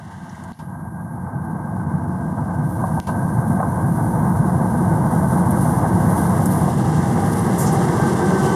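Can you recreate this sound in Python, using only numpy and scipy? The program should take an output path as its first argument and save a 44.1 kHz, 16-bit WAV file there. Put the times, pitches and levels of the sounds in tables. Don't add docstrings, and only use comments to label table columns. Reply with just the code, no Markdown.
import sys
import numpy as np
from scipy import signal
from scipy.fft import rfft, irfft, next_fast_len
from scipy.io import wavfile
from scipy.ndimage import uniform_filter1d, minimum_filter1d, map_coordinates

SR = 44100
rng = np.random.default_rng(int(sys.argv[2]) if len(sys.argv) > 2 else 0)


def transcribe(signal):
    frames = np.atleast_2d(signal).T
    limited = np.clip(frames, -1, 1)
    pcm = np.round(limited * 32767).astype(np.int16)
    wavfile.write(sys.argv[1], SR, pcm)


N = 377055
T = np.arange(N) / SR
HZ = np.fft.rfftfreq(N, 1 / SR)

SPEED_M_PER_S, TRACK_M, ABREAST_S = 13.7, 9, 8.4
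CLOSE_M, FAR_M = 32.9, 113.6


def amp(db):
    return 10 ** (np.asarray(db) / 20)


def unit(x):
    return x / np.sqrt(np.mean(x ** 2) + 1e-20)


def white():
    return rng.standard_normal(N)


def drift(per_s):
    values = rng.standard_normal(4000)
    return unit(map_coordinates(values, [T * per_s], order=1, mode="wrap"))


def grains(per_s, spread_db):
    sizes = amp(spread_db * np.minimum(rng.exponential(1, N), 4))
    struck = rng.random(N) < per_s / SR
    return unit(np.sign(white()) * sizes * struck)


def filtered(x, spectrum):
    hz, db = np.transpose(spectrum)
    size = next_fast_len(N + 4096)
    bins = np.fft.rfftfreq(size, 1 / SR)
    gain = amp(np.interp(np.log(bins + 1), np.log(hz), db))
    return irfft(rfft(x, size) * gain, size)[:N]


def colour(x, spectrum):
    return unit(filtered(x, spectrum))


def bell(x, centre, spread):
    return np.exp(-.5 * ((x - centre) / spread) ** 2)


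def blend(a, b, share):
    share = np.clip(share, 0, 1)
    return (1 - share) * a + share * b


def add(mix, s, sound):
    part = mix[max(round(s * SR), 0):][:len(sound)]
    part += sound[:len(part)]


def swells(rows):
    return sum(db * bell(T, s, spread_s) for s, spread_s, db in rows)


def distance(abreast_s=ABREAST_S):
    return np.hypot(SPEED_M_PER_S * (abreast_s - T), TRACK_M)


def doppler():
    mach = SPEED_M_PER_S / 343
    closing = SPEED_M_PER_S * (ABREAST_S - T) / distance()
    return (1 - mach) / (1 - mach * closing)


def side_on(sharpness=1.37):
    return (TRACK_M / distance()) ** sharpness


def approach(close_db, far_db, bend):
    far = np.maximum((distance() - CLOSE_M) / (FAR_M - CLOSE_M), 0)
    return close_db - far_db * far ** bend


CYCLE_HZ = 5.512
EXHAUST_DB, EXHAUST_FAR_DB, EXHAUST_BEND = -16, 18.5, 2.32
# multiple of the four-stroke cycle rate, relative level in dB.
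ENGINE_ORDERS = [(12, -12), (16, -4.5), (19, -2.5), (21, -15), (23, -4), (26, -23), (28, -1.5), (29, -2),
                 (30, -11), (32, -9), (33, -3.5), (34, -10), (35, -10.5), (36, -8), (37, -8), (40, -6.5)]
# place in the cycle 0-1, pitch in Hz before Doppler, rise time in seconds, relative level in dB.
CHUFFS = [(0.193, 242, 0.013, 3), (.52, 336.6, 0.0053, -5), (0.544, 181.5, 0.0066, 8.5),
          (.87, 154.4, 0.014, -1.5)]
# frequency in Hz, relative level in dB per Hz.
RUMBLE_AHEAD = [(26, -50), (45, -27.5), (92, -5), (161, 0), (241, -7), (268, -13), (335, -9.5), (380, -23),
                (490, -63), (840, -120)]
RUMBLE_BESIDE = [(24, -61), (40, -34), (51, -30), (84, -21), (123, 1), (151, 0.5), (204, 1), (253, -9.5),
                 (381, -1), (438, -17), (520, -42), (680, -39), (1140, -120)]
# centre in seconds, bell spread in seconds, gain in dB.
SURGES = [(1.45, 0.13, 1.5), (2, 0.14, 1.5), (3.5, 0.036, 0.5), (3.8, .15, -1.5), (6.05, 0.14, 1)]


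def engine(tones_db=-5, chuffs_db=-6, rumble_db=-3, uneven_db=0.0, wander=0.074, throb_db=0.33,
           screened_db=-4, floor_hz=52):
    beside = side_on()
    cycles = np.cumsum(CYCLE_HZ * doppler()) / SR
    tones = np.zeros(N)
    for k, db in ENGINE_ORDERS:
        phase = 2 * np.pi * (k * cycles + rng.random()) + wander * drift(4.6)
        tones += amp(db) * np.cos(phase)
    chuffs = np.zeros(N)
    for place, hz, rise_s, db in CHUFFS:
        age = (cycles - place) % 1 / CYCLE_HZ
        pulse = age / rise_s * np.exp(1 - age / rise_s)
        chuffs += amp(db + uneven_db * drift(5.4)) * pulse * np.sin(2 * np.pi * hz * age)
    beat = amp(tones_db) * unit(tones) + amp(chuffs_db) * chuffs
    beat *= amp(screened_db * beside)
    gas = white() * amp(throb_db * drift(30))
    rumble = blend(colour(gas, RUMBLE_AHEAD), colour(gas, RUMBLE_BESIDE), beside)
    level_db = approach(EXHAUST_DB, EXHAUST_FAR_DB, EXHAUST_BEND) + swells(SURGES)
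    exhaust = amp(level_db) * (beat + amp(rumble_db) * rumble)
    high_pass = signal.butter(4, floor_hz, "high", fs=SR, output="sos")
    return signal.sosfilt(high_pass, exhaust)


BLOWER_HZ = 200.4
# multiple of its pitch, loudest moment in seconds, level then in dB,
# loss in dB per tenfold distance.
WHINE_ORDERS = [(1, 8.9, -29.5, 56), (2, 8.52, -32.5, 65), (4, 7.3, -36.5, 22), (6, 8.73, -32.5, 50),
                (8, 9, -36, 17.5)]


def machinery(waver=0.00702, flutter=0.41, drone_db=-31, drone_hz=365, drone_width_hz=35):
    pitch = BLOWER_HZ * doppler()
    drone = unit(irfft(rfft(white()) * bell(HZ, drone_hz, drone_width_hz), N))
    whine = np.zeros(N)
    for k, s, db, loss_db in WHINE_ORDERS:
        wobble = 1 + waver * 2 / np.sqrt(k) * drift(60)
        tone = np.sin(2 * np.pi * np.cumsum(k * pitch * wobble) / SR)
        tone *= 1 + flutter * drift(30)
        level_db = db - loss_db * np.log10(distance(s) / TRACK_M)
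        whine += amp(level_db) * unit(tone)
    return whine + amp(drone_db) * side_on() * drone


ROAR_DB, ROAR_FAR_DB, ROAR_BEND = -24.5, 17, 1.79
# frequency in Hz, relative level in dB per Hz.
ROAR_FAR = [(240, -44), (400, -10), (532, -4.5), (582, -16.5), (671, -1), (803, -5), (879, 0.5), (940, -2),
            (1310, -15), (1380, -15.5), (1540, -9.5), (1630, -17), (1740, -27), (2180, -35.5), (2400, -78),
            (3120, -82), (5280, -120)]
ROAR_NEAR = [(250, -56), (420, 0), (497, 0), (575, -10), (775, 0.5), (903, -0.5), (986, -3), (1180, -7),
             (1300, -10.5), (1380, -10), (1530, -12), (1570, -16), (1680, -14), (2090, -19), (2400, -37),
             (3120, -55), (5280, -120)]
# centre in seconds, bell spread in seconds, gain in dB.
ROAR_SWELLS = [(1.7, 0.24, 2), (6.15, 0.14, 1), (6.9, 0.25, -2.5)]


def wheels(near_m=21, widening=1.96, rattle=0.34, flutter_db=1.06):
    near = (near_m / distance()) ** widening
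    contact = white() + rattle * grains(per_s=260, spread_db=0.5)
    contact *= amp(flutter_db * drift(45))
    roar = blend(colour(contact, ROAR_FAR), colour(contact, ROAR_NEAR), near)
    level_db = approach(ROAR_DB, ROAR_FAR_DB, ROAR_BEND) + swells(ROAR_SWELLS)
    return amp(level_db) * roar


def ring(x, share, t60):
    t = np.arange(SR // 6) / SR
    tail = rng.standard_normal(len(t)) * amp(-60 * t / t60)
    return x + share * signal.oaconvolve(x, tail / np.linalg.norm(tail))[:N]


# frequency in Hz, half width in Hz, relative level in dB.
RAIL_MODES = [(6140, 60, -25), (9750, 60, -11), (10460, 90, -12), (11790, 20, -20), (12300, 40, -16),
              (12376, 30, -18), (12715, 35, -21), (13400, 40, -23)]


def rail_ring():
    shape = np.zeros(len(HZ))
    for hz, width, db in RAIL_MODES:
        shape += amp(db) / np.sqrt(width) / (1 + ((HZ - hz) / width) ** 2)
    return unit(irfft(rfft(white()) * shape, N))


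GEAR_DB, GEAR_DB_PER_M = -39.5, 0.4
SIZZLE_DB, SIZZLE_FAR_DB, SIZZLE_BEND = -44, 13, 1.8
BITE_S, BITE_RISE_S, BITE_DB = 2.65, 0.054, 6.5
# frequency in Hz, relative level in dB per Hz.
HISS = [(1590, -20), (2700, -0.5), (3160, 0), (4200, -4), (5900, 1.5), (6340, -1), (7840, 2), (8420, 1),
        (9500, -2.5), (12500, -20), (14800, -28)]
SIZZLE = [(2700, -30), (3400, -18), (5200, -18.5), (6200, -12.5), (7000, -13.5), (7960, -9.5), (9300, -0.5),
          (10100, -0.5), (10800, 0), (11700, -7.5), (12900, -12.5), (14800, -19.5)]
EARLY_HISS = [(1000, 3), (1900, 9.5), (2400, -6.5), (3000, -0.5), (4500, -7), (6200, -4.5), (8000, -7.5),
              (10300, -5), (11500, -15), (14800, -20)]
# centre in seconds, bell spread in seconds, gain in dB.
GEAR_SWELLS = [(2.4, 0.7, 7), (4.8, 0.23, 2), (6.9, 0.14, 2.5), (8.55, 0.11, 2)]
# centre in seconds, bell spread in seconds, gain in dB.
RUBS = [(3.52, 0.029, 3), (4.05, 0.074, 1.5), (5.3, 0.11, 4), (5.65, 0.1, 7), (6.19, 0.12, 7),
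        (6.55, 0.074, 7), (6.88, .15, -2), (7.36, 0.082, 4.5), (8.15, 0.19, -0.5)]


def rails(hiss_crackle=0.48, sizzle_crackle=0.66, flicker_db=1.0, early_db=-51.0, early_fade_db_per_s=75,
          ringing_db=-9):
    gear_db = GEAR_DB - GEAR_DB_PER_M * (distance() - TRACK_M) + swells(GEAR_SWELLS)
    unbitten = .5 - .5 * np.tanh((T - BITE_S) / BITE_RISE_S)
    rail_db = approach(SIZZLE_DB, SIZZLE_FAR_DB, SIZZLE_BEND) - BITE_DB * unbitten + swells(RUBS)
    gear_contact = white() + hiss_crackle * grains(per_s=350, spread_db=1.0)
    hiss = colour(ring(gear_contact, share=0.26, t60=0.081), HISS)
    rail_contact = white() + sizzle_crackle * grains(per_s=700, spread_db=1.0)
    sizzle = colour(ring(rail_contact, share=0.33, t60=0.07), SIZZLE)
    track = amp(gear_db) * hiss + amp(rail_db) * (sizzle + amp(ringing_db) * rail_ring())
    first_start, first_end = DIPS[0][:2]
    fade_in = np.clip(T / first_end, 0, 1)
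    fade_db = early_fade_db_per_s * np.maximum(T - first_start, 0)
    early = amp(early_db - fade_db) * colour(white(), EARLY_HISS)
    return (early + track * fade_in) * amp(flicker_db * drift(60))


# loudest moment in seconds,
# bell spread in seconds, pitch in Hz, glide in Hz per second, level in dB.
WHINING_TONES = [(.6, .6, 1590, 0, -54.5), (1.9, .5, 1570, 0, -50), (3.274, 0.51, 1574, 0.5, -43),
                 (7.2, .33, 797, -8, -32), (7.75, 0.09, 794, -20, -29), (8.34, 0.13, 774, -80, -30),
                 (8.2, 0.035, 3565, 0, -50), (8.03, 0.055, 1572, -40, -30.5), (8.23, .07, 1577, -60, -36),
                 (8.385, .028, 1530, 0, -32), (8.52, 0.05, 1545, -80, -36), (8.523, .06, 3090, -160, -49.5)]


def whining_tones(waver=0.009, flutter_db=2.2):
    out = np.zeros(N)
    for s, spread_s, hz, glide, db in WHINING_TONES:
        pitch = (hz + glide * (T - s)) * (1 + waver * drift(70))
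        tone = np.sin(2 * np.pi * np.cumsum(pitch) / SR) * amp(flutter_db * drift(45))
        out += amp(db) * bell(T, s, spread_s) * unit(tone)
    return out


# start in seconds, peak level in dB, pitch in Hz at the swell's peak.
THUMPS = [(.226, -24, 162), (.952, -24, 165), (1.128, -28, 151), (1.255, -28, 100), (1.351, -17, 152),
          (1.939, -16.5, 151), (2.58, -14.5, 154), (2.639, -10, 145), (2.933, -14.5, 166),
          (3.38, -9.5, 131), (3.491, -9, 159), (3.834, -11, 133), (4.24, -15.5, 150), (4.386, -11, 123),
          (4.55, -16, 105), (5.294, -13, 148), (6.806, -8.5, 172), (7.537, -7, 177), (7.82, -16, 153),
          (8.015, -8, 155), (8.275, -11.5, 186), (8.513, -17, 180)]


def thumps(rise_s=0.012, sag=0.045):
    out, t = np.zeros(N), np.arange(SR // 6) / SR
    swell = (t / rise_s * np.exp(1 - t / rise_s)) ** 2
    for s, db, hz in THUMPS:
        turns = np.cumsum(hz * (1 + sag * (1 - t / rise_s))) / SR
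        add(out, s, amp(db) * swell * np.sin(2 * np.pi * turns))
    return out


# start in seconds, relative level in dB, centre in Hz,
# bell spread in octaves, decay t60 in seconds.
TICKS = [(.292, -47, 5830, .2, .05), (.347, -44, 1980, .1, .06), (.35, -51, 7000, .45, 0.053),
         (0.436, -44, 8000, .35, .043), (.53, -53, 4000, .15, 0.046), (5.5065, -26, 11300, 0.3, 0.038),
         (6.456, -20, 10200, .45, 0.033), (7.393, -25, 9450, 0.13, 0.018), (7.578, -25, 9700, 0.51, 0.29),
         (7.6, -30.5, 7600, .5, 0.22), (7.657, -31, 6300, 0.34, 0.2), (7.719, -32, 9950, .25, 0.14)]


def ticks(level_db=3):
    out, t = np.zeros(N), np.arange(SR // 2) / SR
    octave = np.log2(np.fft.rfftfreq(len(t), 1 / SR) + 1)
    for s, db, hz, spread, t60 in TICKS:
        burst = rng.standard_normal(len(t)) * amp(db - 60 * t / t60) * (1 - np.exp(-20 * t / t60))
        shape = unit(bell(octave, np.log2(hz), spread))
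        add(out, s, irfft(rfft(burst) * shape, len(t))[:-500])
    return amp(level_db) * filtered(out, [(11000, 1.0), (13000, -2), (15000, -12)])


# start in seconds, end in seconds, full depth in dB,
# opening click against the roar in dB before its filter.
DIPS = [(0.523, 0.59, -18.5, 14), (3.003, 3.07, -15, 22.5)]


def dips(share):
    depth_db = sum(db * ((T > start) & (T < end)) for start, end, db, _ in DIPS)
    return amp(share * uniform_filter1d(depth_db, size=100, output=float))


def dip_fizz(fill_db=-24, return_db=-11, return_t60=0.18):
    roar_db = approach(ROAR_DB, ROAR_FAR_DB, ROAR_BEND)
    clicks, returns, t = np.zeros(N), np.zeros(N), np.arange(SR // 3) / SR
    for start, end, _, click_db in DIPS:
        add(clicks, start - .002, amp([click_db]))
        add(returns, end, amp(return_db - 60 * t / return_t60))
    soft = [(1200, -22), (2000, -1), (3800, -10), (6000, -6), (14000, -30)]
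    bright = [(300, -6), (1500, -5), (2000, -2), (2500, 3), (4000, 0), (8000, -3), (15000, -14)]
    fill = amp(fill_db) * (1 - dips(share=0.77)) * colour(white(), soft)
    return amp(roar_db) * (fill + filtered(clicks, bright) + returns * colour(white(), bright))


def band(hz, width_hz):
    return unit(irfft(rfft(white()) / (1 + ((HZ - hz) / width_hz) ** 2), N))


# start in seconds, end in seconds, centre in Hz, half width in Hz, level in dB.
AIRS = [(.54, 1.72, 11100, 420, -63), (1.72, 3.0, 10400, 383, -69), (2.67, 2.82, 13200, 1100, -57),
        (3.065, 4.3, 2510, 130, -74), (3.883, 4.36, 13900, 1400, -57), (6.025, 6.28, 12600, 600, -52),
        (6.416, 6.62, 12450, 450, -48)]


def airs(flicker_db=2.0, edge_s=.05):
    out = np.zeros(N)
    for start, end, hz, width_hz, db in AIRS:
        held = np.clip(.5 + np.minimum(T - start, end - T) / edge_s, 0, 1)
        out += amp(db) * band(hz, width_hz) * held
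    return out * amp(flicker_db * drift(24.86))


# start in seconds, relative level in dB, pitch in Hz.
KNOCKS = [(1.268, -27.5, 856), (2.381, -19, 890), (2.839, -11.5, 750), (2.972, -15, 778),
          (3.091, -14.5, 1040), (3.602, -9.5, 759), (3.629, -13, 1040), (4.494, -19, 886),
          (5.245, -15, 790), (5.573, -17.5, 880), (6.394, -17, 790), (6.679, -11.5, 708), (7.998, -15, 807)]
# multiple of the knock's pitch, relative level in dB, t60 in seconds.
STEEL = [(.72, -15, .06), (1.001, -1.5, 0.071), (1.21, -10, 0.062), (1.471, -7, 0.043)]
# frequency in Hz, gain in dB.
CLANK = [(200, -29), (500, -3), (750, 12), (1100, 9), (1380, -18), (1580, -7), (2000, -32), (2600, -60)]


def clanks(crunch_db=-3, t60=0.07, ring_db=-3):
    blows, rings, t = np.zeros(N), np.zeros(N), np.arange(SR // 4) / SR
    for s, db, hz in KNOCKS:
        add(blows, s, amp(db - 60 * t / t60))
        modes = np.zeros(len(t))
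        for ratio, mode_db, decay in STEEL:
            modes += amp(mode_db - 60 * t / decay) * np.sin(2 * np.pi * (hz * ratio * t + rng.random()))
        add(rings, s, amp(db) * modes)
    dull = signal.sosfilt(signal.butter(6, 1600, fs=SR, output="sos"), rings)
    return amp(crunch_db) * filtered(white() * blows, CLANK) + amp(ring_db) * dull


GROUND_HZ, GROUND_WIDTH_HZ, GROUND_LOSS = 516, 155, 0.71


def over_ground(x, steepness=5):
    low_middle = irfft(rfft(x) * bell(HZ, GROUND_HZ, GROUND_WIDTH_HZ), N)
    lost = np.minimum(GROUND_LOSS * (distance() / FAR_M) ** steepness, 1)
    return x - lost * low_middle


def scene():
    low = over_ground(engine() + thumps() + machinery() + wheels() + clanks()) + whining_tones()
    dipped = low * dips(share=0.71) + rails() * dips(share=0.44)
    return (dipped + dip_fizz() + airs() + ticks())[None]


EDGE_HZ = 14950
# frequency in Hz, bell spread in Hz, gain in dB.
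MICROPHONE_COLOUR = [(593, 42, 4), (1390, 34, -10), (2503, 78, -9.5), (7890, 68, -12)]


def record(dry):
    colour_db = sum(db * bell(HZ, hz, spread) for hz, spread, db in MICROPHONE_COLOUR)
    heard = irfft(rfft(dry) * amp(colour_db), N)
    peak = -minimum_filter1d(-abs(heard), size=200)
    gain = uniform_filter1d(np.minimum(1, .5 / (peak + 1e-9)), size=200)
    low_pass = signal.firwin(511, EDGE_HZ, window=("kaiser", 9), fs=SR)
    return signal.oaconvolve(heard * gain, low_pass[None], "same")


dry = scene()
out = record(dry)
transcribe(out)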